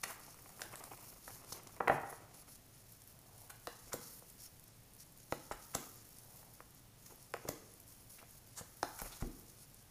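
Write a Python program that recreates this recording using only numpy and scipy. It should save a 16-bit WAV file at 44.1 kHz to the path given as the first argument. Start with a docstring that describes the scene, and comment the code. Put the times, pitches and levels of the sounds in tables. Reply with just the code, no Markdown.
"""A quiet, fairly live room, a wooden table, and a deck of large cards close to the microphone.
The deck is shuffled overhand with hissing friction bursts, rustles and clicks, then knocked square.
Later four cards land edge first and are snapped flat; two are heard being drawn with a soft, low rub.
Blows are damped pressure swings plus ringing table modes; cards are noise grains through resonances.
Blows and flicks feed a decaying noise tail; hiss, rustle, ticks, puffs and table sway stay dry and near."""
import sys
import numpy as np
from scipy import signal
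from scipy.fft import rfft, irfft
from scipy.io import wavfile

SR = 44100
rng = np.random.default_rng(int(sys.argv[2]) if len(sys.argv) > 2 else 0)


def to_wav(s):
    """Save 16-bit WAV."""
    ch = np.atleast_2d(s).T  # columns
    pcm = np.round(np.clip(ch, -1, 1) * 32767)  # PCM
    wavfile.write(sys.argv[1], SR, pcm.astype(np.int16))


N = 436590
BLOW_S = .012  # reference length for the level of every short sound


def from_db(db):
    """Amplitude factor of a level in dB."""
    return 10 ** (np.asarray(db) / 20)


def rms_one(x):
    """Scale to an rms of 1."""
    return x / np.sqrt(np.mean(x ** 2) + 1e-20)


def at_level(x, db):
    """Scale a short sound to the energy that the level would have over one blow's length."""
    return from_db(db) * x * np.sqrt(BLOW_S * SR / (np.sum(x ** 2) + 1e-20))


def add(track, s, x):
    """Mix a short sound in at a time in seconds."""
    start = int(round(s * SR))
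    x = x[max(-start, 0):N - start]
    start = max(start, 0)
    track[start:start + len(x)] += x


def level_curve(rows):
    """Gain in time from rows of (t/s, level/dB); practically silent after the last row."""
    s, db = np.transpose(rows)
    return from_db(np.interp(np.arange(N) / SR, s, db, right=-120))


def colour(x, points):
    """Give a steady sound a spectrum, interpolated over log frequency; rms 1."""
    hz, db = np.transpose(points)
    bins = np.maximum(np.arange(N // 2 + 1) * SR / N, 1)
    gain = from_db(np.interp(np.log(bins), np.log(hz), db))
    return rms_one(irfft(rfft(x) * gain, N))


def cut(x, hz, kind, order=2):
    """Butterworth low, high or band pass."""
    sos = signal.butter(order, np.clip(hz, 10, .45 * SR), kind, fs=SR, output="sos")
    return signal.sosfilt(sos, x)


def resonate(x, hz, width_hz):
    """A resonance with gain 1 on top."""
    r = np.exp(-np.pi * width_hz / SR)
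    zeros = np.array([1, 0, -1]) * (1 - r * r) / 2
    poles = [1, -2 * r * np.cos(2 * np.pi * hz / SR), r * r]
    return signal.lfilter(zeros, poles, x)


def grains(size, spread_db):
    """Paper fibres catch and let go: dense tiny clicks of very unequal strength."""
    boost = np.minimum(rng.exponential(1, size), 5)
    return rms_one(rng.standard_normal(size) * from_db(spread_db * boost))


def flutter(rate_hz, depth_db):
    """Uneven finger pressure, as a gain."""
    return from_db(depth_db * rms_one(cut(rng.standard_normal(N), rate_hz, "low")))


def stroke_speed(size):
    """A hand movement speeds up and slows down: half a sine."""
    return np.sin(np.linspace(0, np.pi, size)).clip(0)


# the still room: f/Hz, relative level per Hz/dB
AIR_SPECTRUM = [(20, -3.5), (45, 0), (75, -6.5), (112, 4), (160, -3.5), (240, -7.5), (370, -12.5),
                (700, -14), (1200, -19), (3000, -22.5), (15000, -26)]


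def ambience(level_db=-62.5):
    """The still room: steady noise, strongest in the bass."""
    return from_db(level_db) * colour(rng.standard_normal(N), AIR_SPECTRUM)


# the deck shifting in the hand: t/s, hiss level before the grip gain/dB
GRIP_HISS = [(0, -60.5), (.5, -58.5), (.95, -57), (1.75, -64), (2.3, -66.5), (3.0, -63.5), (3.25, -66),
             (4.0, -58), (4.74, -66), (5.2, -63), (5.73, -56), (6.05, -60), (6.55, -61.5), (6.92, -69),
             (7.5, -62), (8.4, -65.5), (9.07, -55.5), (9.9, -65.5)]
# card slides over card or over the wood: start t/s, end t/s, level/dB, singing edge f/Hz
STROKES = [(.073, .131, -52, 9100), (.207, .27, -60.5, 5300), (1.02, 1.175, -70, 13000),
           (1.229, 1.417, -55, 12300), (1.475, 1.594, -54.5, 13000), (1.887, 1.982, -57.5, 11100),
           (2.047, 2.2, -59.5, 10500), (2.337, 2.43, -56.5, 11000), (2.468, 2.573, -57, 11200),
           (2.86, 2.977, -71, 5440), (3.345, 3.482, -65.5, 10100), (4.0, 4.2, -58, 11500),
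           (4.387, 4.483, -54.5, 5600), (4.987, 5.04, -56, 5740), (6.272, 6.38, -71, 13900),
           (7.03, 7.17, -63, 6640), (7.167, 7.26, -62.5, 10130), (7.872, 8.05, -72, 9900),
           (8.092, 8.167, -59, 10300), (8.27, 8.395, -64, 6600), (9.068, 9.285, -64, 6700),
           (9.568, 9.66, -59.5, 10200)]
SKID_DELAY_S, SKID_S, SKID_DB, SKID_HZ = .006, .19, -68, 6600
SLIPS_PER_S, SLIP_S = 4, .073
SLIP_DB = -3  # relative to GRIP_HISS
SLIP_LOW_HZ, SLIP_HIGH_HZ = 5400, 11000


def skids():
    """After landing, and again after the snap, a card skids over the wood: rows like STROKES."""
    rows = []
    for s, *rest in LANDINGS + SNAPS:
        start = s + SKID_DELAY_S
        rows.append((start, start + SKID_S, SKID_DB, SKID_HZ))
    return rows


def finger_slips():
    """Fingers keep adjusting the cards in small chance slips: rows like STROKES."""
    rows = []
    for k, (when, length, pitch) in enumerate(rng.random((100, 3))):
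        start = (k + when) / SLIPS_PER_S
        end = start + SLIP_S * (.5 + length)
        if end < N / SR:
            db = np.interp(start, *np.transpose(GRIP_HISS)) + SLIP_DB
            rows.append((start, end, db, np.interp(pitch, [0, 1], [SLIP_LOW_HZ, SLIP_HIGH_HZ])))
    return rows


# colour of the sliding hiss: f/Hz, relative level per Hz/dB
HISS_SPECTRUM = [(300, -34), (1400, -17), (2600, -14.5), (3700, -14), (4400, -6), (5000, -6.5),
                 (5400, -1.5), (5950, -5), (6600, -2), (7900, -7.5), (10000, 0.5), (11000, -1.5),
                 (13000, -2), (15000, -2)]


def sliding(sing_width_hz=650, sing_db=1.0, grip_db=-1.5):
    """Each stroke hisses and its edge sings; between strokes the gripped deck shifts faintly."""
    hiss = colour(grains(N, spread_db=3.5), HISS_SPECTRUM) * flutter(rate_hz=45, depth_db=1.64)
    out = from_db(grip_db) * level_curve(GRIP_HISS) * hiss
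    for start, end, db, sing_hz in STROKES + skids() + finger_slips():
        rub = hiss[int(start * SR):int(max(end, start + BLOW_S) * SR)]
        singing = from_db(sing_db) * resonate(rub, sing_hz, sing_width_hz)
        add(out, start, from_db(db) * np.sqrt(stroke_speed(len(rub))) * rms_one(rub + singing))
    return out


# a flexing card face: f/Hz, width/Hz, relative level/dB
FACE_MODES = [(680, 260, 1), (1260, 446, 4.5), (2070, 580, 0.5), (2690, 1040, -6.5)]


def card_face(x):
    """The broad, quickly damped resonances of a bending card, with alternating sign."""
    out = 0
    for k, (hz, width_hz, db) in enumerate(FACE_MODES):
        out = out + (-1) ** k * from_db(db) * resonate(x, hz, width_hz)
    return out


# loose cards tumbling during the shuffle: t/s, rustle level/dB
TUMBLE = [(0, -78), (.17, -80), (.33, -73), (.6, -60), (.9, -59.5), (1.17, -69), (1.8, -64.5), (2.5, -69.5)]
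# a packet or single card drops and settles: t/s of the peak, level/dB, time to fall by 60 dB/s
RUSTLES = [(.06, -56, 0.88), (.24, -57.5, 0.14), (1.04, -59, 0.12), (1.295, -57, 0.82), (1.55, -55.5, 0.24),
           (3.88, -64, .3), (5.535, -57, 0.086), (5.76, -52, 0.48), (7.115, -58, 0.18), (7.45, -55, 0.096),
           (8.585, -55, 0.19), (9.045, -50.5, 0.17), (9.11, -61, 1)]


def rustle_gain(attack_s=.022):
    """The tumble of the shuffle plus a quick swell and a decay for each drop, summed as power."""
    power = level_curve(TUMBLE) ** 2
    t = np.arange(SR) / SR - attack_s
    for s, db, t60 in RUSTLES:
        swell = np.minimum(1 + t / attack_s, from_db(-60 * t / t60))
        add(power, s - attack_s, (from_db(db) * swell) ** 2)
    return np.sqrt(power)


def shuffling(packet_db=8.0):
    """Loose cards flex and rustle as they drop onto the packet or settle on the wood."""
    loose = grains(N, spread_db=3.5) * flutter(rate_hz=31, depth_db=4.5)
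    packet = from_db(packet_db) * resonate(loose, 322, 300)
    return rustle_gain() * rms_one(card_face(loose) + packet)


def bright_ticks(per_s=9.0, tick_db=-65.0, spread_db=5.0, length_s=.0015, size=512):
    """A faint, irregular patter of tiny, very bright ticks, about nine a second."""
    out, t = np.zeros(N), np.arange(size) / SR
    chances = rng.random((300, 3))
    times = np.cumsum(-np.log(1 - chances[:, 0]) / per_s)  # independent random gaps
    for s, (gap, strength, pitch) in zip(times, chances):
        burst = rng.standard_normal(size) * np.exp(-t / length_s)
        if s < N / SR:
            tick = resonate(burst, np.interp(pitch, [0, 1], [10000, 14500]), 2500)
            add(out, s, at_level(tick, tick_db + spread_db * (2 * strength - 1)))
    return out


def shuffle_clicks(per_s=7, click_db=-63, spread_db=2, half_s=.00082, click_hz=8600, face_db=-2):
    """Single cards click together by chance until the deck is knocked square: rows like FLICKS."""
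    rows = []
    for k, (when, strength) in enumerate(rng.random((40, 2))):
        s = (k + when) / per_s
        db = click_db + spread_db * (2 * strength - 1)
        if s < KNOCKS[0][0]:
            rows.append((s, db, half_s, click_hz, db + face_db))
    return rows


# a card's edge flicks or scuffs over another:
# t/s, level/dB, half length (Gaussian sigma)/s, edge f/Hz, flexing face level/dB
FLICKS = [(.0384, -41, 0.0033, 6600, -42.5), (.103, -58, 0.011, 7800, -48),
          (.6085, -57, 0.00093, 8950, -60), (.6188, -45.5, 0.0011, 5160, -48),
          (.757, -52, 0.00058, 9200, -58), (.84, -52, .001, 8600, -63), (1.527, -44, 0.0041, 5600, -65),
          (1.673, -56, 0.0014, 6230, -71), (1.8808, -49, 0.0012, 4400, -42),
          (2.103, -52, 0.0063, 10500, -76), (3.02, -61, .0016, 9000, -73),
          (3.504, -52.5, 0.0037, 9900, -53.5), (4.195, -59.5, 0.00042, 9300, -85),
          (5.521, -52.5, 0.0051, 7700, -47), (6.186, -57.5, 0.00061, 10800, -82),
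          (6.361, -61, 0.0013, 13800, -78), (7.064, -58.5, 0.0027, 6530, -66),
          (7.802, -58.5, 0.0013, 12000, -86), (8.19, -58.5, 0.0061, 2500, -65),
          (8.474, -64, .0016, 14200, -79), (8.585, -44, .012, 7340, -52.5), (8.991, -52, 0.0011, 8400, -67),
          (9.129, -53, 0.0091, 3730, -61), (9.214, -54.5, 0.0064, 6740, -55.5)]


def edge_flicks(edge_width_hz=2200, sheen_db=-9):
    """A burst of friction swells and stops as the edge slips free; edge and face both ring."""
    out = np.zeros(N)
    for s, db, half_s, edge_hz, face_db in FLICKS + shuffle_clicks() + landing_ticks() + snap_edges():
        lead_s = 4 * half_s + .005
        t = np.arange(-lead_s, lead_s, 1 / SR)
        slip = grains(len(t), spread_db=0.1) * np.exp(-(t / half_s) ** 2 / 2)
        sheen = cut(cut(slip, 6900, "high"), 10700, "low")
        edge = resonate(slip, edge_hz, edge_width_hz) + from_db(sheen_db) * sheen
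        add(out, s - lead_s, at_level(edge, db) + at_level(card_face(slip), face_db))
    return out


# the wooden top under the cards: f/Hz, relative level before scatter/dB, time to fall by 60 dB/s
TABLE_MODES = [(141, -9, 0.19), (225, -19, 0.11), (275.5, -10.5, 0.12), (342, 1, 0.027), (473, -1.5, 0.057),
               (556, -9.5, 0.052), (656, -9, 0.066), (703, -11, 0.11), (793, -9, 0.073), (967, -3, 0.019),
               (1125, -11, 0.044), (1263, -11, 0.052), (1444, -11.5, 0.032), (1930, -2, 0.022),
               (2470, -12, 0.075)]


def strike(pitch_hz, damping, wood_db, top_hz, scatter_db, size=8192):
    """One contact: a pressure swing of about a cycle, then table modes, struck differently each time."""
    t = np.arange(size) / SR
    swing = resonate(signal.unit_impulse(size), pitch_hz, damping * pitch_hz)
    swing = cut(swing, top_hz, "low", order=4)
    wood = np.zeros(size)
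    for hz, db, t60 in TABLE_MODES:
        strength = from_db(db + scatter_db * rng.normal()) * rng.choice([-1, 1])
        wood += strength * np.sin(2 * np.pi * hz * t) * from_db(-60 * t / t60)
    ringing = signal.fftconvolve(swing, wood)[:size]
    return at_level(swing, 0) + at_level(ringing, wood_db)


# a card or a finger strikes the deck or the table:
# t/s, level/dB, contact f/Hz, puff of trapped air level/dB
TAPS = [(.037, -44.5, 1940, -56), (.389, -63.5, 1030, -73), (.46, -62, 1070, -72), (.595, -56.5, 1200, -77),
        (.6178, -49.5, 1680, -70), (.748, -58, 1250, -77), (.837, -55, 770, -85), (.935, -57, 960, -68),
        (1.279, -50.5, 910, -76), (1.523, -50.5, 770, -54.5), (4.224, -60.5, 610, -85),
        (5.5125, -40, 735, -52), (6.43, -64, 1200, -88), (6.6046, -53, 1070, -82), (7.122, -58, 485, -75),
        (7.366, -54, 1300, -78), (7.452, -52, 506, -53), (8.216, -62, 835, -80), (8.228, -57, 617, -82),
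        (8.611, -51.5, 500, -49.5), (9.2244, -49, 920, -36.5)]


def contacts():
    """Single taps, and for each dealt card its landing, flop and slap: rows like TAPS."""
    return TAPS + landing_contacts() + snap_slaps()


def card_taps(softness=2.38):
    """A light card slaps down: mostly its own pressure swing, duller the slower the contact."""
    out = np.zeros(N)
    for s, db, pitch_hz, puff_db in contacts():
        top_hz = min(softness * pitch_hz, 2500)
        blow = strike(pitch_hz, damping=0.84, wood_db=-1.0, top_hz=top_hz, scatter_db=2.7)
        add(out, s, at_level(blow, db))
    return out


def air_puffs(puff_hz=85, puff_width_hz=230, size=4096):
    """Air squeezed from under a card is heard only close by and does not reach the room."""
    out = np.zeros(N)
    puff = cut(resonate(signal.unit_impulse(size), puff_hz, puff_width_hz), 213, "low")
    for s, db, pitch_hz, puff_db in contacts():
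        add(out, s, at_level(puff, puff_db))
    return out


# reverberation: f/Hz, band level/dB, time to fall by 60 dB/s
ROOM_BANDS = [(60, -25, 0.53), (145, 2.5, 0.58), (400, -9.5, 0.73), (920, -7, 0.62), (1570, -9, 0.76),
              (3040, -5, 0.41), (6040, -16, 0.62), (14000, -7, 0.12)]


def room(x, onset_s=.00078):
    """A diffuse tail of noise in which each band dies at its own rate."""
    t = np.arange(SR) / SR
    hz, db, t60 = np.transpose(ROOM_BANDS)
    edges = np.geomspace(40, 16000, 14)
    tail = np.zeros(SR)
    for low, high in zip(edges, edges[1:]):
        centre = np.log(low * high) / 2  # log of the band's middle frequency
        fade = from_db(-60 * t / np.interp(centre, np.log(hz), t60))
        band = cut(rng.standard_normal(SR), [low, high], "band") * fade * (1 - np.exp(-t / onset_s))
        band *= np.sqrt(2 * (high - low) / SR / np.sum(band ** 2))  # energy in step with bandwidth
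        tail += from_db(np.interp(centre, np.log(hz), db)) * band
    return signal.fftconvolve(x, tail)[:N]


# the deck is knocked on the table three times, each time on two corners:
# t/s, level/dB, contact f/Hz
KNOCKS = [(1.804, -40, 735), (1.807, -33, 920), (1.875, -32, 1010), (1.88, -29, 1340), (1.8982, -24, 755),
          (1.901, -32.5, 950)]


def settling(count=6, first_s=.0164, slowing=1.69, first_db=-39.5, loss_db=2, pitch_hz=810, octaves=.25):
    """Loose packets drop into line after the last knock, ever later and weaker: rows like KNOCKS."""
    rows = []
    for k in range(count):
        s = KNOCKS[-1][0] + first_s * slowing ** k
        rows.append((s, first_db - loss_db * k, pitch_hz * 2 ** (octaves * rng.normal())))
    return rows


def deck_knocks(thump_db=-19, size=4096):
    """The heavy deck drives the wood hard, with a low thump and little treble."""
    out = np.zeros(N)
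    thump = cut(resonate(signal.unit_impulse(size), 130, 99), 252, "low")
    for s, db, pitch_hz in KNOCKS + settling():
        blow = strike(pitch_hz, damping=0.67, wood_db=2.5, top_hz=2120, scatter_db=2.0)
        add(out, s, at_level(blow, db))
        add(out, s, at_level(thump, db + thump_db))
    return out


# the hand's weight comes down on the table: t/s, thud level/dB, sway level/dB
PRESSES = [(1.898, -41.5, -53), (3.9421, -52, -66), (5.325, -56, -71), (5.512, -70, -50), (5.753, -47, -65),
           (7.452, -49, -70), (7.491, -48, -58), (9.019, -65, -43), (9.2234, -41.5, -35.5)]


def table_thuds(pad_hz=280):
    """A soft push drives mainly the low modes of the whole table top."""
    out = np.zeros(N)
    for s, db, sway_db in PRESSES:
        push = strike(pad_hz, damping=1.15, wood_db=6.0, top_hz=854, scatter_db=4.5)
        add(out, s, at_level(push, db))
    return out


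def table_sway(size=16384):
    """The table rocks on its legs with a brief deep wobble."""
    out, push = np.zeros(N), signal.unit_impulse(size)
    wobble = resonate(push, 33.7, 7.1) + from_db(-9.5) * resonate(push, 58, 6.6)
    wobble = cut(wobble, 120, "low")
    for s, thud_db, db in PRESSES:
        add(out, s, at_level(wobble, db))
    return out


# a card is drawn slowly out of the deck: start t/s, end t/s, level/dB
DRAWS = [(3.119, 3.603, -70), (6.2, 6.62, -70.5)]


def drawing(rub_hz=680, rub_width_hz=520):
    """The deck presses on the card that is pulled out and muffles its friction."""
    out = np.zeros(N)
    for start, end, db in DRAWS:
        rub = grains(int((end - start) * SR), spread_db=6.5)
        for _ in range(2):
            rub = resonate(rub, rub_hz, rub_width_hz)
        add(out, start, from_db(db) * np.sqrt(stroke_speed(len(rub))) * rms_one(rub))
    return out


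# a dealt card lands edge first: t/s, level/dB, contact f/Hz, delay until its body flops down/s,
# flop level/dB, puff of trapped air level/dB, edge tick level/dB, flexing face level/dB
LANDINGS = [(3.6722, -48.5, 960, .004, -45.5, -64, -50, -46.5),
            (5.3239, -37.5, 1040, 0.00059, -37.5, -45, -49.5, -56),
            (7.3393, -40, 1150, .003, -44.5, -60, -52, -52),
            (8.8302, -33.5, 740, 0.0025, -48, -51, -43, -42.5)]


def landing_contacts(flop_hz=416):
    """The edge hits, then the flat body flops down and sounds lower: rows like TAPS."""
    rows = []
    for s, db, pitch_hz, flop_s, flop_db, puff_db, tick_db, face_db in LANDINGS:
        rows += [(s, db, pitch_hz, puff_db), (s + flop_s, flop_db, flop_hz, -np.inf)]
    return rows


def landing_ticks(half_s=.0009, tick_hz=5300):
    """The landing edge ticks and the face flexes: rows like FLICKS."""
    return [(s, tick_db, half_s, tick_hz, face_db) for s, *contact, tick_db, face_db in LANDINGS]


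# the card's bent corner is let go and slaps flat: t/s, crack level/dB, flexing face level/dB,
# delay of the slap/s, slap level/dB, slap f/Hz, puff level/dB
SNAPS = [(3.933, -42, -46.5, 0.0071, -42, 383, -50.5), (5.7509, -36.5, -44.5, 0.00058, -40, 550, -47),
         (7.489, -43, -49, 0.00055, -40.5, 470, -45), (9.001, -52, -53, 0.017, -46.5, 806, -47)]
CRACK_HALF_S, CRACK_HZ = .002, 6700
SLAP_TICK_DB, SLAP_TICK_HALF_S, SLAP_TICK_HZ = -47, .0012, 12200
SCRAPE_LEAD_S, SCRAPE_HALF_S, SCRAPE_DB, SCRAPE_FACE_DB = .008, .004, -64.5, -52


def snap_edges():
    """The corner scrapes off the thumb and cracks, with a very bright tick as it slaps flat."""
    rows = []  # like FLICKS
    for s, crack_db, face_db, delay_s, *slap in SNAPS:
        rows.append((s - SCRAPE_LEAD_S, SCRAPE_DB, SCRAPE_HALF_S, CRACK_HZ, SCRAPE_FACE_DB))
        rows.append((s, crack_db, CRACK_HALF_S, CRACK_HZ, face_db))
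        rows.append((s + delay_s, SLAP_TICK_DB, SLAP_TICK_HALF_S, SLAP_TICK_HZ, -np.inf))
    return rows


def snap_slaps():
    """The released corner slaps the wood and squeezes out air: rows like TAPS."""
    rows = []
    for s, crack_db, face_db, delay_s, slap_db, pitch_hz, puff_db in SNAPS:
        rows.append((s + delay_s, slap_db, pitch_hz, puff_db))
    return rows


def scene():
    """Blows and flicks excite the room, each to its own degree; the small near sounds stay dry."""
    near = sliding() + shuffling() + bright_ticks() + air_puffs() + table_sway() + drawing()
    flicks, taps, knocks, thuds = edge_flicks(), card_taps(), deck_knocks(), table_thuds()
    send = from_db(4.5) * flicks + from_db(-3.5) * taps
    send += from_db(2.0) * knocks + from_db(6.5) * thuds
    return (ambience() + near + flicks + taps + knocks + thuds + room(send))[None]


def record(dry, cutoff_hz=15200):
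    """The top end is cut steeply."""
    return signal.sosfilt(signal.ellip(12, .1, 80, cutoff_hz, fs=SR, output="sos"), dry)


dry = scene()
out = record(dry)
to_wav(out)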